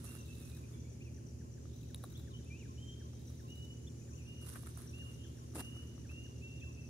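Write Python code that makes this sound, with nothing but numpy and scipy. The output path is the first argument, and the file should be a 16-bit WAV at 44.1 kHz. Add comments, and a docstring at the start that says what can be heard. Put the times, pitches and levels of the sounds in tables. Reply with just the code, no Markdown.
"""A forest edge at nightfall, heard at the two microphone ports of a hand-held camera.
Crickets chirp in stroke pairs of falling sine; bush crickets buzz as pulsed noise in narrow resonances.
Birds whistle in gliding sines with tree echoes, and a frog calls 'kee-oo': a falling glide, then a held note.
Fingers rustle, tick and scrape on the camera body: grainy filtered noise and short decaying modes.
Behind them lie a hiss of distant insects and far machines: steady sines over shaped noise."""
import sys
import numpy as np
from scipy import signal
from scipy.fft import rfft, irfft, next_fast_len
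from scipy.io import wavfile
from scipy.ndimage import map_coordinates

SR = 44100
rng = np.random.default_rng(int(sys.argv[2]) if len(sys.argv) > 2 else 0)


def dump(signal):
    """Clip the signal to [-1, 1] and save it as 16-bit WAV at the path in sys.argv[1]."""
    limited = np.clip(np.atleast_2d(signal).T, -1, 1)
    pcm = np.round(limited * 32767).astype(np.int16)
    wavfile.write(sys.argv[1], SR, pcm)


N = 303849
SIDE = np.array([[.5], [-.5]])  # shares a left-right difference between the ports


def crickets():
    """Wings chirp at nearly even pace: a steady cricket, a neighbour with its own timing, a lower one in bouts."""
    # runs of chirps: (first chirp [s], last chirp [s], first level [dB], last level [dB])
    steady_runs = [(.07, .671, -63, -69), (.786, 1.146, -65.5, -65.5), (1.27, 2.139, -64.5, -69),
                   (2.348, 3.031, -68, -71.5), (3.133, 4.0, -65.5, -65.5), (4.135, 5.372, -66, -66),
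                   (5.506, 6.855, -66, -66)]
    neighbour_runs = [(1.624, 2.23, -71, -75), (2.292, 3.003, -72, -68), (3.73, 3.974, -68, -71),
                      (4.116, 4.949, -66, -71.5), (5.098, 5.471, -80, -69), (5.711, 5.818, -70.5, -71),
                      (5.969, 6.31, -69, -71), (6.452, 6.822, -70.5, -67)]
    low_runs = [(.117, .548, -68, -67), (1.742, 2.177, -72, -67), (3.195, 3.632, -72.5, -70.5)]
    pace_s, low_pace_s = .121, .0725  # usual time from chirp to chirp
    steady = chirps(runs(steady_runs, pace_s), 5920, fall_hz=850, length_s=.021, gap_s=.022,
                    overtones_db=[], click_db=-25, pan_db=5, lead=1.2)
    neighbour = chirps(runs(neighbour_runs, pace_s), 5850, fall_hz=1050, length_s=.0172, gap_s=-.0084,
                       overtones_db=[], click_db=-39, pan_db=6.5, lead=-1.95)
    low = chirps(runs(low_runs, low_pace_s), 3820, fall_hz=700, length_s=.014, gap_s=.021,
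                 overtones_db=[-9, -10], click_db=0, pan_db=4.5, lead=.8)
    near = steady + neighbour + low
    return near + amp(-4) * trees(near, t60=.2)


def runs(rows, pace_s):
    """Rows of (time, level) for every chirp in evenly paced runs, each a little early or late."""
    paced = []
    for first_s, last_s, first_db, last_db in rows:
        count = round((last_s - first_s) / pace_s) + 1
        paced.append(np.linspace([first_s, first_db], [last_s, last_db], count))
    chirp_rows = np.concatenate(paced)
    return chirp_rows + [.0017, 1] * rng.standard_normal(chirp_rows.shape)  # stray in s and dB


def chirps(rows, hz, fall_hz, length_s, gap_s, overtones_db, click_db, pan_db, lead):
    """Two wing strokes a chirp; the pitch falls through each, and a noise click sits in its first half."""
    # the camera turns: (time [s], extra phase by which left leads [rad])
    swing = [(0, 0.79), (.6, 0.94), (1.1, .1), (2.1, .1), (2.6, 0.8), (3.3, 0.2), (5, 0.092), (6.89, 0.09)]
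    out = np.zeros((2, N))
    t = np.arange(-1, 1, 2 / (length_s * SR))  # -1 to 1 across one stroke
    stroke = np.cos(np.pi / 2 * t) ** 2
    for (s, db), luck in zip(rows, rng.standard_normal((len(rows), 4))):
        turned_lead = lead + np.interp(s, *np.transpose(swing))
        for k in (0, 1):
            pitch = hz * (1 + 0.0132 * luck[k]) - fall_hz * t / 2
            size = amp(db + 1.4 * luck[k + 2])
            sound = sum(tone(order * pitch, stroke * amp(over_db), pan_db, turned_lead)
                        for order, over_db in enumerate([0] + overtones_db, 1))
            click = np.diff(rng.standard_normal((2, len(t) + 1))) * np.exp(-((t + 0.26) / 0.74) ** 2)
            panned_click = amp(click_db + pan_db * SIDE) * click
            add(out, s + k * gap_s - length_s / 2, size * (sound + panned_click))
    return out


def bush_crickets():
    """One buzzes on two wing resonances in phrases that swell and stop dead; another never pauses."""
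    # near phrases: (start [s], end [s], upper resonance level [dB], lower resonance level [dB])
    phrases = [(-.2, .48, -77, -82), (1.104, 1.725, -79, -79), (2.301, 2.96, -77, -76),
               (3.4, 4.225, -77.5, -70.5), (4.696, 5.48, -81, -76), (5.997, 6.749, -84, -76.5)]
    # the unbroken buzz: (time [s], level [dB])
    far_level = [(0, -77), (.27, -79), (.88, -71.5), (1.1, -79), (2.55, -74), (3.6, -80), (4.4, -81),
                 (6.1, -77), (6.89, -83)]
    t, upper, lower = np.arange(N) / SR, 0, 0
    for start, end, upper_db, lower_db in phrases:
        rise = np.clip((t - start) / (end - start), 0, 1) ** 0.58
        swell = rise * np.clip((end - t) / 0.017, 0, 1)
        upper = upper + amp(upper_db) * swell
        lower = lower + amp(lower_db) * swell
    near = upper * rasp(145, 7410, 200) + lower * rasp(145, 6814, 270)
    far = amp(curves(far_level)[0]) * rasp(152, 6900, 450)
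    return near * amp([[1.5], [-1.5]]) + far


def rasp(rate, hz, width_hz):
    """Wing strokes pulse noise through one resonance, their rate wandering slightly."""
    phase = 2 * np.pi * np.cumsum(rate + 1.4 * wobble(4.4)) / SR
    gate = (1 + np.sin(phase)) ** 0.31
    noise = gate * rng.standard_normal((2, N))
    return unit(filtered(noise, lambda f: ring([(hz, width_hz, 0)])(f) ** 2))


def birds():
    """Whistles are gliding sines that flutter as leaves scatter them, with long echoes from the trees."""
    # long whistles of one bird: (start [s], length [s], pitch [Hz], climb [Hz/s], droop at the end [Hz],
    # level [dB], time of the level dip within the note [s], phase by which left leads [rad])
    held = [(2.774, 0.21, 3112, 352, 1, -62, 0.032, -1), (3.476, 0.27, 2890, 346, 0, -61.5, 0.21, -2),
            (4.248, .215, 2815, 353, 198.5, -57, .11, -2.5), (4.929, 0.21, 2788, 447, 232, -57, 0.11, -2.5),
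            (5.137, 0.16, 2980, 1060, 2, -65, .03, -2.5), (5.567, 0.287, 2776, 746, -3, -58.5, 0.14, -2.5),
            (6.088, 0.2, 2707, 850, -5, -56.5, 0.13, -2), (6.409, 0.2, 2678, 603, 5, -58, 0.13, -2),
            (6.609, 0.099, 2674, 504, -3, -57, 0.095, -2)]
    # short bent notes: (start [s], length [s], first pitch [Hz], middle pitch [Hz], last pitch [Hz],
    # level [dB], left-right difference [dB], phase by which left leads [rad], echo relative to note [dB])
    pips = [(0.052, 0.095, 2655, 2740, 2770, -65, -4, 1.57, -1.5),
            (0.153, 0.065, 2760, 2780, 2660, -71.5, 2, 0.2, 0),
            (0.278, 0.065, 2590, 2653, 2650, -67, -4, 0.9, 0),
            (0.402, 0.089, 2470, 2546, 2610, -73, 2, 1.57, 0),
            (.52, 0.052, 2430, 2490, 2520, -73.5, -2.5, 0.5, -7),
            (0.628, 0.033, 2440, 2420, 2460, -65.5, 1, 1.57, -7),
            (.735, .045, 2290, 2320, 2400, -74, 0, 1.5, -7),
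            (.845, 0.048, 2220, 2310, 2600, -75, -2.5, 1, -2),
            (.732, 0.024, 3530, 3440, 3230, -69, 3, -2, 0.5),
            (1.002, 0.032, 2280, 2580, 2950, -62, 3, 2.5, -6),
            (1.045, 0.05, 2760, 2570, 2270, -67, 1, 1.5, -10),
            (1.83, 0.017, 2730, 2600, 2490, -72, 2, -8, -11),
            (2.147, 0.04, 3090, 3560, 3500, -62, 2.4, -2, -4),
            (2.303, .03, 4200, 3720, 3300, -73, 3.5, 4.5, -5),
            (2.332, 0.046, 3140, 3010, 3240, -58.5, 2, 4, -7),
            (2.456, 0.0434, 2370, 2690, 2550, -65, 2.4, 1.1, -7),
            (2.498, 0.091, 2350, 2500, 2970, -61.5, 3, 0.6, -7),
            (2.59, .05, 3000, 2690, 2000, -65, 2.4, .9, -10),
            (3.868, 0.023, 3210, 3540, 3170, -65, 2.2, -1.4, -29.5),
            (4.127, 0.031, 2340, 2680, 3040, -73, 4, 4, -4),
            (4.008, .025, 2530, 2480, 2500, -75, 4, 1.5, -9),
            (4.172, .058, 2990, 2650, 2340, -66.5, 1, 4, -3.5),
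            (5.233, 0.055, 3150, 3476, 3160, -72, 6, 0, -1),
            (6.595, 0.023, 3680, 3450, 3080, -68, 2.7, -1.5, -3),
            (6.694, 0.032, 2570, 2584, 2660, -65, -1.5, -3, -2),
            (6.772, 0.048, 2480, 2667, 2680, -60.5, -1.5, -2, -3),
            (6.823, .055, 2620, 2630, 2500, -67.5, -3, -1.5, -4)]
    rise_s, fall_s, held_pan_db, held_echo_db = 0.014, 0.036, -0.6, -7.5
    dip_db, dip_s = 7.5, 0.019  # a long note dips once in level where its echoes interfere
    scoop_hz, scoop_s, droop_s = 328, .011, .018  # long notes slide up into their pitch
    pip_sharp = .5  # power of the half-sine envelope
    flutter_db = 3
    notes = []
    for s, length, hz, climb, droop_hz, db, dip_at, lead in held:
        t = np.arange(0, length, 1 / SR)
        edges = np.clip(np.minimum(t / rise_s, (length - t) / fall_s), 0, 1)
        level = edges * amp(db - dip_db * np.exp(-((t - dip_at) / dip_s) ** 2))
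        scoop = scoop_hz * np.exp(-t / scoop_s)
        droop = droop_hz * np.exp((t - length) / droop_s)
        pitch = hz + climb * t - scoop - droop
        notes.append((s, pitch, level, held_pan_db, lead, held_echo_db))
    for s, length, first_hz, middle_hz, last_hz, db, *perch in pips:
        u = np.arange(0, 1, 1 / (length * SR))  # fraction of the note
        bend = np.polyfit([0, .5, 1], [first_hz, middle_hz, last_hz], deg=2)
        notes.append((s, np.polyval(bend, u), amp(db) * np.sin(np.pi * u) ** pip_sharp, *perch))
    direct, far, flutter = np.zeros((2, N)), np.zeros((2, N)), wobble(45)
    for s, pitch, level, pan_db, lead, echo_db in notes:
        at = np.minimum(round(s * SR) + np.arange(len(pitch)), N - 1)
        note = tone(pitch, level * amp(flutter_db * flutter[at]), pan_db, lead)
        add(direct, s, note)
        add(far, s, amp(echo_db) * note)
    return direct + trees(far, t60=1.2)


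def trees(x, t60):
    """Trunks scatter echoes: decaying noise after a 12 ms gap, a new tail for each port."""
    t = np.arange(SR * 3 // 4) / SR
    tail = rng.standard_normal((2, len(t))) * amp(-60 * t / t60) * (t > .012)
    return signal.fftconvolve(x, tail / np.linalg.norm(tail[0]), axes=1)[:, :N]


def frog():
    """A falling glide, then a held note that reaches the ports in nearly opposite phase."""
    # calls: (start [s], glide level [dB], held note level [dB])
    calls = [(0.154, -86, -67), (0.56, -71, -70), (0.682, -77, -73), (1.172, -73.5, -74), (1.403, -72, -71),
             (1.568, -74, -76), (1.893, -72, -70), (1.992, -74, -79), (2.269, -69, -67.0),
             (2.389, -76, -77.0), (2.645, -69.5, -66), (3.001, -68.5, -68), (3.391, -69.5, -66),
             (4.078, -73, -67), (4.646, -76, -73), (4.85, -71, -72.0), (5.011, -70.5, -67),
             (5.239, -70, -73), (5.369, -72.5, -68), (5.628, -75, -73), (6.042, -69.5, -71.0),
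             (6.252, -73, -71.0), (6.627, -72.5, -66)]
    # glide of every call: (time into call [s], pitch [Hz])
    call_pitch = [(-.004, 2040), (.004, 1890), (.024, 1400), (.036, 1100), (.045, 1080), (.1, 1043)]
    out = np.zeros((2, N))
    s, hz = np.transpose(call_pitch)
    t = np.arange(s[0], s[-1], 1 / SR)
    pitch = np.interp(t, s, hz)
    glide_shape = np.exp(-((t - .013) / 0.0105) ** 2)
    hold_shape = np.exp(-((t - .063) / .027) ** 4)
    for start, glide_db, hold_db in calls:
        glide = tone(pitch, amp(glide_db) * glide_shape, pan_db=1.2, lead=-0.11)
        hold = tone(pitch, amp(hold_db) * hold_shape, pan_db=.3, lead=3.65)
        add(out, start + s[0], glide + hold)
    return out


def hands():
    """Skin sticks and slips on the shell as grainy noise; a grip shakes it, and ticks ring it."""
    # skin sliding on plastic: (frequency [Hz], relative level [dB])
    skin = [(1500, -72), (2500, -18.5), (4000, -13.5), (6500, -14.5), (8000, -9.5), (9800, -3.5),
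            (11000, -8), (14500, -16.5), (16000, -39)]
    # camera shell resonances: (frequency [Hz], width [Hz], relative level [dB])
    shell = [(264, 130, 3), (1320, 1100, -14)]
    # finger strokes: (loudest at [s], build-up [s], dying [s], hiss level [dB], body level [dB],
    # left-right difference of the hiss [dB])
    strokes = [(0, .01, .3, -66, -67.5, -12), (0.046, .008, 0.085, -52, -62, -7.5),
               (.148, 0.75, 0.2, -60, -65.5, -7), (.49, .9, .2, -65, -73, -8),
               (.57, 0.093, 0.26, -68, -73.5, -3), (.74, 0.45, 0.13, -71, -73.5, -2),
               (2.031, .03, 0.11, -66, -65.5, 3), (2.105, .04, 0.64, -76, -73, 7),
               (2.28, .06, .06, -73, -74, -3), (3.284, 0.091, 0.48, -75, -78, 8),
               (3.502, 0.065, .06, -74, -93, 4.5), (3.574, 0.064, .08, -75, -85, 11),
               (4.415, .04, .5, -64, -72, -8), (4.47, .1, .7, -57, -64, -8),
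               (4.535, .17, .14, -57, -63, -8), (4.565, 0.07, 0.028, -56, -53, -5),
               (4.673, .04, 0.025, -57, -56, -7), (4.784, .05, .25, -58, -64, -3),
               (5.1, 3.4, 1, -69, -74.5, -.5), (5.375, 0.27, 1, -73, -77, -4.5),
               (5.63, 0.15, 0.36, -63.5, -70, -2), (5.772, 0.26, 0.45, -68, -68, -1.5),
               (6.112, 0.076, 0.07, -71, -69.5, -5), (6.236, 0.23, 0.14, -75, -85, 4)]
    # ticks: (time [s], high ring [dB], 4 kHz ring [dB], shell knock [dB], left-right difference [dB]),
    # ring and knock levels ahead of the offset of each mode
    ticks = [(0.043, -42, -75, -54, -9.5), (0.093, -45, -69, -55.5, -11.5), (0.153, -44, -65, -56, -9.0),
             (0.5177, -68.5, -54, -77, -3.0), (1.6548, -72, -80, -55, 3), (1.946, -34.5, -36.5, -73, 2),
             (1.96, -49, -73, -83, 6), (2.0389, -41.5, -47, -42.5, -2), (2.0425, -44, -54, -41.5, 1),
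             (2.4463, -55, -74, -73, 5), (3.1344, -64, -75, -58, -0.5), (3.302, -54, -74, -62, 7),
             (4.4244, -59, -73, -61, -10), (4.4696, -56, -54, -74, 3), (4.5592, -61, -75, -47, 3),
             (4.6252, -51, -62, -72, -10), (4.634, -70, -66, -51, -5), (4.6688, -48, -64, -58, -12),
             (4.7749, -46, -76, -54.5, -20), (4.802, -51, -73, -56, -10), (4.82, -46, -69, -71, -10),
             (4.9848, -56, -57, -61, 2), (5.519, -66, -73, -75, 1), (5.538, -62, -70, -57, -1.5),
             (5.659, -61, -74, -79, -3), (5.668, -59, -72, -74, -3.5), (5.766, -65, -71, -53, -2.0),
             (5.9794, -68, -67, -55, 0.0), (6.1123, -62, -65, -57, -3.0)]
    stroke_range_db = 30  # build-up and dying are timed over this range
    crackle_per_s, crackle_db, crackle_spread_db = 90, -2.5, 2.5  # relative to the stroke under them
    grip_s, grip_hold_s, grip_edge_s = 5.583, 0.045, 0.014  # middle, hold, time to sink 12 dB
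    grip_shake_db, grip_hiss_db, grip_body_db = -47, -49, -57.5
    t = np.arange(N) / SR
    grain = amp(3 * wobble(600) + 1.2 * wobble(60))  # stick and slip
    hiss = unit(filtered(grain * rng.standard_normal((2, N)), lambda hz: amp(along(skin, hz))))
    body = unit(filtered(grain * rng.standard_normal((2, N)), lambda f: ring(shell[1:])(f) ** 2))
    shake = unit(filtered(grain * rng.standard_normal(N), ring(shell)))

    outside_grip = np.clip(np.abs(t - grip_s) - grip_hold_s / 2, 0, 1)
    grip = amp(-12 * (outside_grip / grip_edge_s) ** 2)
    gripped = amp(grip_shake_db) * shake + amp(grip_hiss_db - SIDE * 2) * hiss + amp(grip_body_db) * body

    slide, press = np.zeros((2, N)), np.zeros(N)
    for s, rise_s, fall_s, hiss_db, body_db, pan_db in strokes:
        shape = slope(t, s, rise_s, fall_s, stroke_range_db)
        slide = np.maximum(slide, amp(hiss_db + SIDE * pan_db) * shape)
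        press = np.maximum(press, amp(body_db) * shape)
    out = grip * gripped + slide * hiss + press * body

    for s, *levels in ticks:
        add(out, s, tick(*levels))
    # small chance ticks, sized by the stroke under them
    for when, size in rng.random((int(crackle_per_s * N / SR), 2)):
        i = int(when * N)
        db = crackle_db - crackle_spread_db * np.log(1 - size)
        add(out, i / SR, slide[:, i:i + 1] * tick(db, db - 25, db - 16, 0))
    return out


def slope(t, peak_s, rise_s, fall_s, range_db):
    """Gain that climbs range_db to a peak and sinks again."""
    return amp(-range_db * np.maximum((peak_s - t) / rise_s, (t - peak_s) / fall_s))


def tick(high_db, mid_db, knock_db, pan_db):
    """One tick rings four decaying modes of the body under a very short noise crack."""
    # body modes, the last two being the knock: (frequency [Hz], level offset [dB], 60 dB decay time [s])
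    modes = [(10130, -3, 0.0088), (3830, -1, 0.0096), (1224, -0.5, 0.012), (697, -3.5, 0.015)]
    t = np.arange(SR // 40) / SR
    snap = 0
    for db, (hz, over_db, t60) in zip([high_db, mid_db, knock_db, knock_db], modes):
        tuned_hz = hz * (1 + .025 * rng.standard_normal())
        snap = snap + amp(db + over_db - 60 * t / t60) * np.sin(2 * np.pi * tuned_hz * t)
    crack = amp(high_db - 13 - 60 * t / 0.0018) * np.diff(rng.standard_normal(len(t) + 2), n=2)
    return amp(pan_db * SIDE) * (snap + crack)


def air():
    """Distant insects blend into a hiss, unrelated at the two ports, with a pulsed band near 3.7 kHz."""
    # far chorus and hiss: (frequency [Hz], relative level [dB])
    hiss_colour = [(500, -33), (800, -5), (1200, -8), (1700, -7.5), (2200, -8.5), (2900, -6), (3600, -14.5),
                   (4500, -8.5), (5400, -4), (6000, -3.5), (6600, -1.5), (7100, -12), (7800, -10),
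                   (10000, -11), (13000, -17.5), (16000, -23.5)]
    # far insects that come and go: (time [s], level [dB])
    chirr_level = [(0, -74), (.3, -71.5), (1.45, -95), (1.73, -73.5), (2.1, -78.5), (3.35, -77),
                   (3.85, -86), (4.75, -73), (5.8, -81.5), (6.5, -76.5), (6.89, -86)]
    hiss = filtered(rng.standard_normal((2, N)), lambda hz: amp(along(hiss_colour, hz)))
    chirr = amp(curves(chirr_level)[0]) * rasp(48, 3670, 1100)
    return amp(-68.0 + 0.48 * wobble(0.63)) * unit(hiss) + chirr


def machines():
    """Far shafts hum at multiples of their rates, wavering slightly, over rumble alike at both ports when low."""
    # (shaft or firing rate [Hz], list of (multiple of the rate, relative level [dB]))
    shafts = [(13.175, [(3, -80.0), (5, -78.0), (6, -56.0), (7, -65.0), (8, -64.0), (9, -53.0), (12, -64.0),
              (14, -78.0), (15, -75.0), (16, -70.0), (17, -75.0), (18, -64.0), (19, -73.0), (21, -75.0),
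              (25, -79.0), (42, -85.0), (43, -88.0)]), (67.965, [(1, -60.0), (2, -70.0), (3, -76.0),
              (4, -70.0), (5, -76.0)]), (75.45, [(1, -60.0), (2, -63.0), (3, -76.0), (5, -81.0),
              (6, -86.0)]), (95.89, [(1, -71.0), (2, -79.0)])]
    # lone steady tones: (frequency [Hz], relative level [dB])
    drones = [(86.4, -73.0), (112.4, -69.0), (131.7, -74.0), (245.9, -73.0), (259.2, -76.0), (327.0, -79.0),
              (335.4, -74.0), (352.1, -76.0), (362.4, -79.0), (373.8, -80.0), (402.4, -74.0)]
    # noise of the machines: (frequency [Hz], density ahead of the port balance [dB per Hz])
    rumble = [(30, -100.0), (45, -100.5), (60, -86.5), (75, -77.5), (100, -90.5), (125, -76), (155, -80),
              (180, -84), (250, -82.5), (350, -85), (450, -88), (600, -95.5), (800, -106), (1100, -116),
              (2000, -140)]
    # (frequency [Hz], left-right likeness of the rumble [0 to 1])
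    rumble_alike = [(40, 0.58), (125, 0.54), (250, 0.65), (500, 0.044), (1000, 0.017)]
    t = np.arange(N) / SR
    lines = [(rate * k, db) for rate, orders in shafts for k, db in orders] + drones
    hum = sum(amp(db + 3.5 + 0.42 * wobble(2.97)) * np.sin(2 * np.pi * (hz * t + rng.random()))
              for hz, db in lines)

    def mid_side(hz):
        """Splits the rumble into mid and side by its likeness."""
        turn = np.arccos(np.clip(along(rumble_alike, hz), -1, 1)) / 2
        return amp(along(rumble, hz)) * [np.cos(turn), np.sin(turn)]

    mid, side = filtered(rng.standard_normal((2, N)) * np.sqrt(SR / 2), mid_side)
    return amp([[-.35], [.35]]) * (hum + np.array([mid + side, mid - side]))


def amp(db):
    """Gain of a level in dB."""
    return 10 ** (np.asarray(db) / 20)


def unit(x):
    """Scaled to rms 1."""
    return x / np.sqrt(np.mean(x ** 2) + 1e-20)


def along(points, hz):
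    """Value at hz between (Hz, value) points on a log axis."""
    f, v = np.transpose(points)
    return np.interp(np.log(hz + 1), np.log(f + 1), v)


def curves(rows):
    """One value per sample for each column after the time."""
    s, *cols = np.transpose(rows)
    return [np.interp(np.arange(N) / SR, s, c) for c in cols]


def wobble(rate):
    """A smooth random curve, rate knots a second."""
    knots = rng.standard_normal(int(N * rate / SR) + 4)
    return map_coordinates(knots, [np.arange(N) * rate / SR])


def filtered(x, response):
    """x times a response over frequency, real or complex."""
    m = next_fast_len(N + SR // 2)
    return irfft(rfft(x, m) * response(np.fft.rfftfreq(m, 1 / SR)), m)[..., :N]


def ring(modes):
    """Causal response of (Hz, width in Hz, dB) resonances, summed with alternating sign."""
    return lambda f: sum((-1) ** k * amp(db) * 1j * f * w / (c * c - f * f + 1j * f * w)
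                         for k, (c, w, db) in enumerate(modes))


def add(track, s, sound):
    """Mixes a stereo sound into track from time s."""
    i = max(round(s * SR), 0)
    track[:, i:i + sound.shape[1]] += sound[:, :N - i]


def tone(hz, level, pan_db, lead):
    """A gliding sine at the two ports; level is rms; the lead [rad] is a delay, so it grows with pitch."""
    phase = 2 * np.pi * (np.cumsum(hz) / SR + rng.random())
    port_phase = phase + SIDE * lead * hz / np.mean(hz)
    return np.sqrt(2) * level * amp(SIDE * pan_db) * np.sin(port_phase)


def scene():
    """Singers with their echoes, the hands and the far floor."""
    return crickets() + bush_crickets() + birds() + frog() + hands() + air() + machines()


def record(dry):
    """The camera keeps nothing above its band limit."""
    top_hz = 15700
    return filtered(dry, lambda hz: hz < top_hz)


dry = scene()
out = record(dry)
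dump(out)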